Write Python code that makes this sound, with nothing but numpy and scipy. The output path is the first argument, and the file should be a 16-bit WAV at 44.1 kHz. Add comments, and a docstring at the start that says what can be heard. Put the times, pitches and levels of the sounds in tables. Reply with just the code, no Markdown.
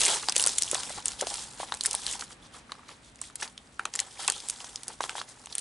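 """Creases snap as hands bend and open a thin plastic sleeve around a card of stickers, just under a camera.
A snap is a noise burst through film resonances; a pop of buckling film and card is a few cycles plus a rattle.
Countless tiny creases rustle as noise shaped by random impulses, swelling with the moves of the fingers.
The table echoes each sound within milliseconds; a small quiet room answers and hums faintly."""
import sys
import numpy as np
from scipy import signal
from scipy.fft import rfft, irfft, next_fast_len
from scipy.io import wavfile
from scipy.ndimage import uniform_filter1d, map_coordinates

SR = 44100
rng = np.random.default_rng(int(sys.argv[2]) if len(sys.argv) > 2 else 0)


def master(y):
    """Save y as 16-bit WAV."""
    cut = np.clip(np.atleast_2d(y).T, -1, 1)
    pcm = np.round(cut * 32767)  # scale
    wavfile.write(sys.argv[1], SR, pcm.astype(np.int16))


def decibels_to_gain(level_db):
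    """Convert a level in decibels to a linear amplitude gain (20 dB per decade)."""
    exponent = np.asarray(level_db, float) / 20
    return 10 ** exponent


N = 247268  # length in samples
LEAD = 128  # samples of build-up before a peak

# the clearest creases snapping over: peak_s, level_db, bright_hz, dull_resonance_db, t60_s
CREASE_SNAPS = [(.007, -7, 8500, -12, .008), (0.0158, -9, 6400, 5, 0.018), (.035, -13, 9550, -21, .0022),
                (0.039, -14, 7730, -22, 0.014), (0.046, -12, 9740, 6, .023), (0.052, -7, 6600, -9, 0.0076),
                (0.058, -6, 7830, -22, 0.0023), (0.063, -9, 8830, -6, 0.011), (.081, -8, 9150, -6, 0.0091),
                (0.2863, -9, 4560, -16, 0.0041), (.2966, -5, 5840, -8, .005), (.323, -12, 8340, 4, .01),
                (0.359, -14, 7000, -13, 0.0035), (0.3643, -2.5, 8000, -5.5, 0.0082),
                (0.3802, -7.5, 10200, -29, 0.011), (.386, -15, 9830, -30, 0.0097),
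                (0.397, -5, 10500, 0.5, 0.014), (0.406, -7.5, 8390, -13, 0.0043),
                (0.4173, -10.5, 8500, -32, 0.005), (0.4259, -2.5, 8700, -40, .002),
                (0.4397, -7.5, 5460, -40, 0.0023), (0.4532, -13.5, 6500, -32, 0.0054),
                (.4638, -4, 8640, -11, 0.004), (0.4729, -0.5, 8400, -20, 0.0028),
                (.4818, -12, 6050, -33, 0.015), (0.4938, -13.5, 5460, -5, 0.0044),
                (.584, -5, 7300, -18, 0.019), (.6224, -5.5, 7250, -39, 0.0029), (.634, -9, 6130, -34, .007),
                (.679, -24, 3270, -16, .004), (.714, -6.5, 7500, -10, 0.0049),
                (0.7458, -6.5, 7900, -8.5, 0.0095), (0.7523, -18, 3600, -25, .012),
                (0.896, -22, 6400, -7, .002), (1.0577, -5.5, 8250, -32, 0.0012),
                (1.0826, -6.5, 6700, -24, 0.0021), (1.212, -8, 6740, -7, .009),
                (1.2704, -16, 4700, 15, 0.0018), (1.3416, -14.5, 8100, -6, 0.0073),
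                (1.4052, -35.5, 8400, -8, .0046), (1.7228, -16, 4000, -7, 0.002),
                (1.741, -17, 8350, -2, 0.0045), (1.7481, -16.5, 8060, -24, 0.0022),
                (1.772, -25, 9600, -6, .011), (1.8098, -9.5, 4980, -26, .002),
                (1.837, -13.5, 8030, -26, .0027), (1.852, -20, 7630, -22, .013),
                (1.86, -1, 8900, -28, .002), (1.8645, -10, 9920, -17, 0.016),
                (1.9115, -11, 7700, -35, 0.0031), (1.932, -8, 7240, -28, .0027),
                (1.9509, -5.5, 9400, -39, 0.0026), (2.0659, -12.5, 3930, -4, 0.0023),
                (2.1123, -17.5, 7200, -6, 0.013), (2.1266, -22, 6650, -30, .011),
                (2.7201, -21, 4120, -22, 0.0015), (3.1584, -33, 8530, -17, .002),
                (3.1907, -41, 2420, -12, .01), (3.2156, -15, 8450, -43, 0.013),
                (3.3569, -11.5, 10300, -45, 0.0057), (3.412, -27, 7540, -17, .025),
                (3.428, -19.5, 5900, 5, 0.025), (3.578, -26, 3300, -8, 0.011),
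                (3.794, -27.5, 9740, -13, .008), (3.8544, -15.5, 3300, -1, .006),
                (3.9386, -19.5, 6000, 0, 0.016), (3.954, -12.5, 8000, -10, 0.0056),
                (3.9597, -14, 7100, -29, .002), (3.9916, -10, 2930, -2, 0.02),
                (4.0019, -3.5, 7900, -27, 0.0053), (4.2792, -3, 8150, -7, 0.0018),
                (4.2817, -13.5, 2800, -19.5, 0.014), (4.3005, -5.5, 6460, -12, 0.0033),
                (4.3215, -15.5, 8200, -1.5, 0.013), (4.4028, -26.5, 8400, 23, 0.0083),
                (4.4872, -12, 9050, -20, 0.0018), (4.499, -9.5, 8350, -13.5, 0.0076),
                (4.5078, -17, 8310, -30, 0.0045), (4.6444, -27.5, 6300, -3, 0.022),
                (4.7591, -14, 4730, 6, 0.0025), (4.8338, -22.5, 8100, 3, 0.0097),
                (4.8819, -12, 9200, -39, 0.003), (5.0085, -21, 3550, 1, 0.0076),
                (5.0392, -24.5, 3400, -10, .004), (5.095, -17, 3500, -16, 0.0017),
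                (5.1822, -27, 3300, -9, 0.023), (5.2161, -26.5, 3100, -15, .005),
                (5.4593, -23.5, 6700, -6, 0.0029), (5.471, -31, 3280, -18, 0.011),
                (5.5258, -28, 4500, -19, 0.018), (5.553, -9.5, 9150, -44, 0.0016),
                (5.5828, -3.5, 9440, -36, 0.0016), (5.5953, -20, 9700, -18, .0022)]


def snaps():
    """Snap-through instability: a flipping crease releases a brief noise burst that excites film resonances."""
    rows = np.vstack([CREASE_SNAPS, small_snaps()])
    peak_s, level_db, hz, dull_db, t60 = rows.T[:, :, None]
    t, envelope = swell(count=1024, rise_s=0.00042 + 0.019 * t60, t60=t60)
    f = np.fft.rfftfreq(len(t), 1 / SR)
    burst = rng.standard_normal(envelope.shape) * envelope
    bright = resonance(f, hz, 0.36 * hz) ** 2
    # small tight creases crack across the whole treble, large slack ones stay dull
    treble = (hz / 8000) ** 2 * resonance(f, 1.09 * hz + 1500, 0.94 * hz)
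    dull = decibels_to_gain(dull_db) * resonance(f, 4470, 5600) ** 2
    shapes = irfft(rfft(burst) * (bright + treble + dull))
    return place(shapes, peak_s[:, 0], level_db[:, 0], spread_db=1.0)


def small_snaps():
    """Random point process: lesser creases, in rows like CREASE_SNAPS, ride above the taut-film rustle."""
    count = round(60 * N / SR)  # 60 a second
    u, g = rng.random((count, 2)), rng.standard_normal((count, 3))
    peak_s = u[:, 0] * N / SR
    excess_db = 8 - 2.5 * np.log(1 - u[:, 1])  # exponential scatter
    level_db = moving(peak_s)[0] + excess_db
    hz = np.clip(5700 * np.exp(0.43 * g[:, 0]), 2500, 10500)
    dull_db = -5.5 + 8 * g[:, 1]
    t60_s = 0.0072 * np.exp(0.52 * g[:, 2])
    return np.transpose([peak_s, level_db, hz, dull_db, t60_s])


# the clearest patches buckling: peak_s, level_db, pitch_hz, t60_s
PATCH_POPS = [(0.065, -19, 2090, 0.13), (0.1008, -21, 820, 0.18), (0.2332, -29, 1160, 0.035),
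              (0.2868, -16, 830, 0.01), (0.3647, -28, 490, 0.05), (0.465, -29, 510, .013),
              (0.4713, -26, 1405, 0.049), (0.7318, -22, 517, 0.016), (0.747, -25.5, 1810, 0.032),
              (0.7536, -23.5, 730, 0.011), (0.9053, -27, 685, 0.0044), (1.209, -25, 1750, 0.0092),
              (1.224, -20.5, 540, 0.033), (1.2295, -24.5, 800, .035), (1.237, -30.5, 430, 0.032),
              (1.2708, -24.5, 670, 0.013), (1.321, -29.5, 780, 0.025), (1.6017, -22.5, 780, 0.0053),
              (1.609, -31, 1110, .02), (1.6321, -22.5, 815, 0.015), (1.7222, -17, 970, 0.007),
              (1.851, -23, 1820, 0.016), (1.9438, -23.5, 860, 0.058), (2.1543, -33, 890, 0.026),
              (2.2234, -25, 1200, 0.015), (2.308, -37.5, 1260, .038), (2.547, -39, 1210, 0.044),
              (2.696, -37, 1200, .034), (2.7209, -27, 1160, 0.012), (2.753, -39.5, 1190, .015),
              (2.7936, -40.5, 1150, 0.027), (2.8331, -42, 1310, .015), (2.892, -34, 1160, .036),
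              (3.2172, -36, 1130, .015), (3.301, -39.5, 1190, .01), (3.424, -22.5, 1660, 0.044),
              (3.429, -27, 856, .04), (3.7956, -15, 1410, 0.0083), (3.8557, -14.5, 1240, 0.008),
              (3.9537, -28, 1890, .017), (3.991, -28, 1740, 0.021), (4.1944, -31.5, 850, 0.025),
              (4.2835, -18.5, 1110, 0.024), (4.6085, -35, 820, .012), (4.6437, -30, 870, 0.0051),
              (4.9036, -31, 870, 0.037), (5.0068, -14, 1026, 0.0067), (5.0397, -18.5, 920, 0.0079),
              (5.095, -24, 1440, 0.0067), (5.1543, -24.5, 870, 0.0075), (5.182, -25.5, 885, 0.0052),
              (5.2152, -22.5, 1040, 0.0024), (5.4712, -37, 840, 0.011), (5.6011, -31, 1400, .01)]


def pops():
    """Buckling of a thin plate: a few clean cycles at its pitch, and film rattling on card around that pitch."""
    peak_s, level_db, hz, t60 = np.transpose(PATCH_POPS)[:, :, None]
    t, envelope = swell(count=2048, rise_s=0.00049 + 0.025 * t60, t60=t60)
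    f = np.fft.rfftfreq(len(t), 1 / SR)
    noise = rng.standard_normal(envelope.shape)
    rattle = irfft(rfft(noise) * resonance(f, hz, 1.24 * hz) ** 2)
    rattle = rattle / rattle.std(axis=1, keepdims=True)
    clean = np.cos(2 * np.pi * hz * t) * np.exp(-np.abs(t) * hz / 4)  # fades by 1/e in four cycles
    ring = (clean + 0.41 * rattle) * envelope
    no_bass = (1j * f / (1j * f + 0.36 * hz)) ** 2  # a small patch radiates no bass
    return place(irfft(rfft(ring) * no_bass), peak_s[:, 0], level_db[:, 0], spread_db=1.13)


# rustle colour of taut film: hz, relative_gain_db
TAUT_COLOUR = [(800, -9), (2000, -10.5), (3200, -2.5), (5000, 1), (8500, 5), (10500, -1), (11200, 0)]
# rustle colour of slack film, which is lower: hz, relative_gain_db
SLACK_COLOUR = [(1200, -19.5), (2400, -13), (3300, 1), (4500, -4), (7000, -9.5)]
# rustle colour of the card: hz, relative_gain_db
CARD_COLOUR = [(150, -21), (330, -12), (480, -4.5), (650, -11), (830, 2), (1000, -3.5), (1300, -5.5),
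               (2000, -7.5), (3500, -19.5)]


def handling():
    """Superposition of crackling noises: film and card rustle with the fingers and settle after snaps and pops."""
    coarse = np.arange(0, N / SR + .002, .002)  # levels every 2 ms
    taut_db, slack_db, card_db = [np.interp(np.arange(N) / SR, coarse, db) for db in moving(coarse)]
    taut_db = settling(taut_db, CREASE_SNAPS, below_db=-25.5, t60=0.052)
    card_db = settling(card_db, PATCH_POPS, below_db=-26, t60=0.16)
    taut = rustle(taut_db, TAUT_COLOUR, 1500, spike_db=4.0, life_s=0.0021, patchy_db=1.5, alike=0.83)
    slack = rustle(slack_db, SLACK_COLOUR, 700, spike_db=1.5, life_s=0.0013, patchy_db=3.0, alike=0.85)
    card = rustle(card_db, CARD_COLOUR, 500, spike_db=2.5, life_s=0.0023, patchy_db=2.9, alike=.92)
    return taut + slack + card


# moves of the fingers, each a swell of rustle: start_s, length_s, taut_film_db, slack_film_db, card_db
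FINGER_MOVES = [(0, 0.11, -26.5, -32.5, -36), (0.088, 0.077, -27, -31, -33.5),
                (0.184, 0.15, -40.5, -44.5, -46), (0.363, .13, -31.5, -44.5, -38.5),
                (0.496, 0.21, -32.5, -47, -47), (0.726, 0.21, -35, -42.5, -42),
                (.95, 0.042, -40.5, -45, -43), (1.058, 0.065, -40, -49, -46),
                (1.193, 0.032, -39.5, -39, -42), (1.277, 0.16, -35.5, -40.5, -47),
                (1.598, 0.03, -41.5, -41, -45), (1.674, 0.096, -65, -48.5, -48.5),
                (1.841, 0.21, -35.5, -42, -45), (2.069, 0.082, -33.5, -39.5, -42.5),
                (2.197, 0.043, -40.5, -51, -50.5), (2.304, 0.016, -47, -56, -54),
                (2.427, 0.035, -59.5, -56, -58), (2.543, 0.042, -49.5, -53, -52),
                (2.708, 0.11, -78, -60.5, -56.5), (2.881, 0.039, -65, -48, -54),
                (3.04, 0.058, -57.5, -61, -74), (3.224, 0.054, -47, -52, -76),
                (3.408, 0.04, -40, -46.5, -43.5), (3.945, 0.12, -48.5, -49, -46.5),
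                (4.115, 0.043, -49.5, -50.5, -53), (4.198, 0.051, -39.5, -38.5, -43),
                (4.272, 0.12, -40, -42, -48.5), (4.438, 0.1, -44.5, -51, -52),
                (4.576, 0.13, -45.5, -57.5, -58), (4.877, .06, -49, -53.5, -50.5),
                (5.022, 0.033, -38.5, -51, -48.5), (5.095, 0.012, -44.5, -49, -41),
                (5.159, 0.035, -39, -43, -45.5), (5.287, .03, -47.5, -52, -54.5), (5.4, .04, -52, -67, -58),
                (5.506, .1, -48, -69, -51.5)]
# rustle of the grip, which never rests: time_s, taut_film_db
GRIP = [(0, -38), (1.02, -63), (1.12, -48), (1.5, -48), (1.8, -53), (2.35, -66), (3.9, -60.5), (4.1, -51.5),
        (4.8, -51), (4.97, -60), (5.25, -54), (5.37, -56.5), (5.6, -67)]


def moving(t):
    """Power addition: levels in dB of taut film, slack film and card at times t, all moves over the grip."""
    start, length, *db = np.transpose(FINGER_MOVES)[:, :, None]
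    into = t - start
    rise_db = 707 * np.minimum(into, 0)  # slopes in dB per second
    sag_db = 26.5 * np.maximum(into, 0)
    fall_db = 342 * np.maximum(into - length, 0)  # added as the fingers let go
    shape_db = rise_db - sag_db - fall_db
    grip_db = np.interp(t, *np.transpose(GRIP)) + [[0], [-16.5], [-6]]  # taut film, slack film, card
    return 10 * np.log10(decibels_to_gain(grip_db) ** 2 + (decibels_to_gain(db + shape_db) ** 2).sum(axis=1))


def settling(level_db, events, below_db, t60):
    """Exponential decay of power: a level in dB, raised after each event by a rustle that dies away."""
    rows = np.array(events)
    at = np.round(rows[:, 0] * SR).astype(int)
    kicks = np.bincount(at, decibels_to_gain(rows[:, 1] + below_db) ** 2, N)
    after = signal.lfilter([1], [1, -decibels_to_gain(-60 / (t60 * SR)) ** 2], kicks)
    return 10 * np.log10(decibels_to_gain(level_db) ** 2 + after)


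def rustle(level_db, spectrum, per_s, spike_db, life_s, patchy_db, alike):
    """Shot noise: tiny creases of uneven size at random moments, their power falling by 1/e in life_s."""
    when = rng.random(N) < per_s / SR
    sizes = when * decibels_to_gain(spike_db * np.minimum(rng.exponential(size=N), 3.5))  # limits the largest
    decay = np.exp(-np.arange(1024) / (life_s * SR))
    flutter = np.sqrt(np.abs(signal.fftconvolve(sizes ** 2, decay)[:N]))
    noise = coloured(flutter * rng.standard_normal((2, N)), spectrum)
    # the colour drifts in patches of time and frequency as the folds move
    z = signal.stft(noise, nperseg=256)[2]
    field = uniform_filter1d(rng.standard_normal(z.shape[1:]), size=7, axis=0)
    field = uniform_filter1d(field, size=9, axis=1)
    mid, side = signal.istft(z * decibels_to_gain(patchy_db * unit(field)), nperseg=256)[1][:, :N]
    turn = np.arccos(np.clip(alike, 0, 1)) / 2  # sets the left-right correlation
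    return decibels_to_gain(level_db) * unit(np.cos(turn) * mid + np.sin(turn) * side * [[1], [-1]])


# reflections off the table and things on it: delay_s, level_db
NEAR_ECHOES = [(.0029, -23), (.0052, -23)]
# decay of the room: hz, t60_s
ROOM_DECAY = [(300, 0.15), (1000, 0.055), (3000, 0.16), (8000, 0.011)]


def surroundings(x):
    """Early reflection and reverberation: weak near copies, and a short noise tail redrawn each quarter second."""
    near = x.copy()
    for delay_s, level_db in NEAR_ECHOES:
        near += decibels_to_gain(level_db) * np.pad(x, ((0, 0), (round(delay_s * SR), 0)))[:, :N]
    wet, step = np.zeros((2, N + SR)), SR // 4
    for start in range(0, N, step):
        hz, t, z = signal.stft(rng.standard_normal((2, SR // 4)), SR, nperseg=256)
        decay = decibels_to_gain(-60 * t / along(ROOM_DECAY, hz)[:, None])
        mid, side = signal.istft(z * decay, SR, nperseg=256)[1]
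        tail = (0.67 * mid + 0.32 * side * [[1], [-1]]) / np.linalg.norm(mid)
        mono = x[:, start:start + step].mean(axis=0)[None]
        piece = signal.fftconvolve(mono, tail, axes=1)
        begin = start + 150  # the tail sets in 150 samples later
        wet[:, begin:begin + piece.shape[1]] += piece
    return near + decibels_to_gain(-16) * wet[:, :N]


# colour of the hum: hz, relative_gain_db
HUM_COLOUR = [(20, -42), (48, 2), (85, -7.5), (120, -2), (160, -8), (250, -3.5), (350, -10.5), (700, -13),
              (1500, -13.5), (4000, -21), (11000, -45)]
# left-right likeness of the hum: hz, correlation
HUM_LIKENESS = [(60, 1), (270, 0.9), (1200, 0.25), (6000, 0.33)]
# slow swelling and sinking of the hum: time_s, level_db
HUM_SWELL = [(0, -59), (.8, -51.5), (1.6, -55.5), (2.6, -55.5), (3.5, -57), (5.6, -57.5)]


def hum():
    """Diffuse-field coherence: the murmur of the house is nearly alike left and right in the bass."""
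    m = next_fast_len(N + 8192)
    likeness = along(HUM_LIKENESS, np.fft.rfftfreq(m, 1 / SR))
    turn = np.arccos(np.clip(likeness, 0, 1)) / 2
    noise = coloured(rng.standard_normal((2, N)), HUM_COLOUR)
    mid, side = irfft(rfft(noise, m) * [np.cos(turn), np.sin(turn)], m)[:, :N]
    level_db = np.interp(np.arange(N) / SR, *np.transpose(HUM_SWELL)) + 0.65 * wobble(1.805)
    return decibels_to_gain(level_db) * unit(np.array([mid + side, mid - side]))


def swell(count, rise_s, t60):
    """Exponential growth and decay: time from the peak, and an envelope with its t60 held to 2-80 ms."""
    t = (np.arange(count) - LEAD) / SR
    return t, np.where(t < 0, np.exp(t / rise_s), decibels_to_gain(-60 * t / np.clip(t60, .002, .08)))


def resonance(f, hz, width_hz):
    """Damped oscillator: a causal band-pass response."""
    return 1j * f * width_hz / (hz * hz - f * f + 1j * f * width_hz)


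def place(shapes, s, db, spread_db):
    """Level-difference stereo: shapes at their times and peak levels, each from its own random side."""
    shapes = shapes / np.abs(shapes).max(axis=1, keepdims=True)
    pan_db = spread_db * rng.standard_normal(len(s))
    first = np.round(s * SR).astype(int)[:, None] - LEAD
    at = np.maximum(first + np.arange(shapes.shape[1]), 0).ravel()
    channels = []
    for side in (1, -1):
        scaled = shapes * decibels_to_gain(db + side * pan_db)[:, None]
        channels.append(np.bincount(at, scaled.ravel(), N + SR)[:N])
    return np.array(channels)


def coloured(x, spectrum):
    """Linear filtering: x with the gains of a (hz, gain_db) spectrum."""
    m = next_fast_len(N + 8192)
    gain = decibels_to_gain(along(spectrum, np.fft.rfftfreq(m, 1 / SR)))
    return irfft(rfft(x, m) * gain, m)[..., :N]


def along(points, hz):
    """Logarithmic frequency scale: interpolates (hz, value) points."""
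    f, v = np.transpose(points)
    return np.interp(np.log(hz + 1), np.log(f + 1), v)


def wobble(rate):
    """Band-limited fluctuation: a smooth random curve, rate knots a second."""
    knots = rng.standard_normal(int(N * rate / SR) + 4)
    return map_coordinates(knots, [np.arange(N) * rate / SR])


def unit(x):
    """Root-mean-square normalisation: scales x to rms 1."""
    return x / np.sqrt(np.mean(x ** 2) + 1e-20)


def scene():
    """Superposition: the sleeve in its surroundings, over the hum."""
    sleeve = snaps() + pops() + handling()
    return surroundings(sleeve) + hum()


def top_cut(x):
    """Nothing passes above the cut-off."""
    return signal.sosfilt(signal.butter(12, 12310, fs=SR, output="sos"), x)


def record(dry):
    """Low-pass filtering: the camera keeps little above eleven kilohertz."""
    # hz, gain_db
    treble_loss = [(10800, -0.5), (11200, -14.0), (11500, -38.5), (12500, -42), (16000, -65)]
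    mix = coloured(dry, treble_loss)
    return top_cut(mix)


dry = scene()
out = record(dry)
master(out)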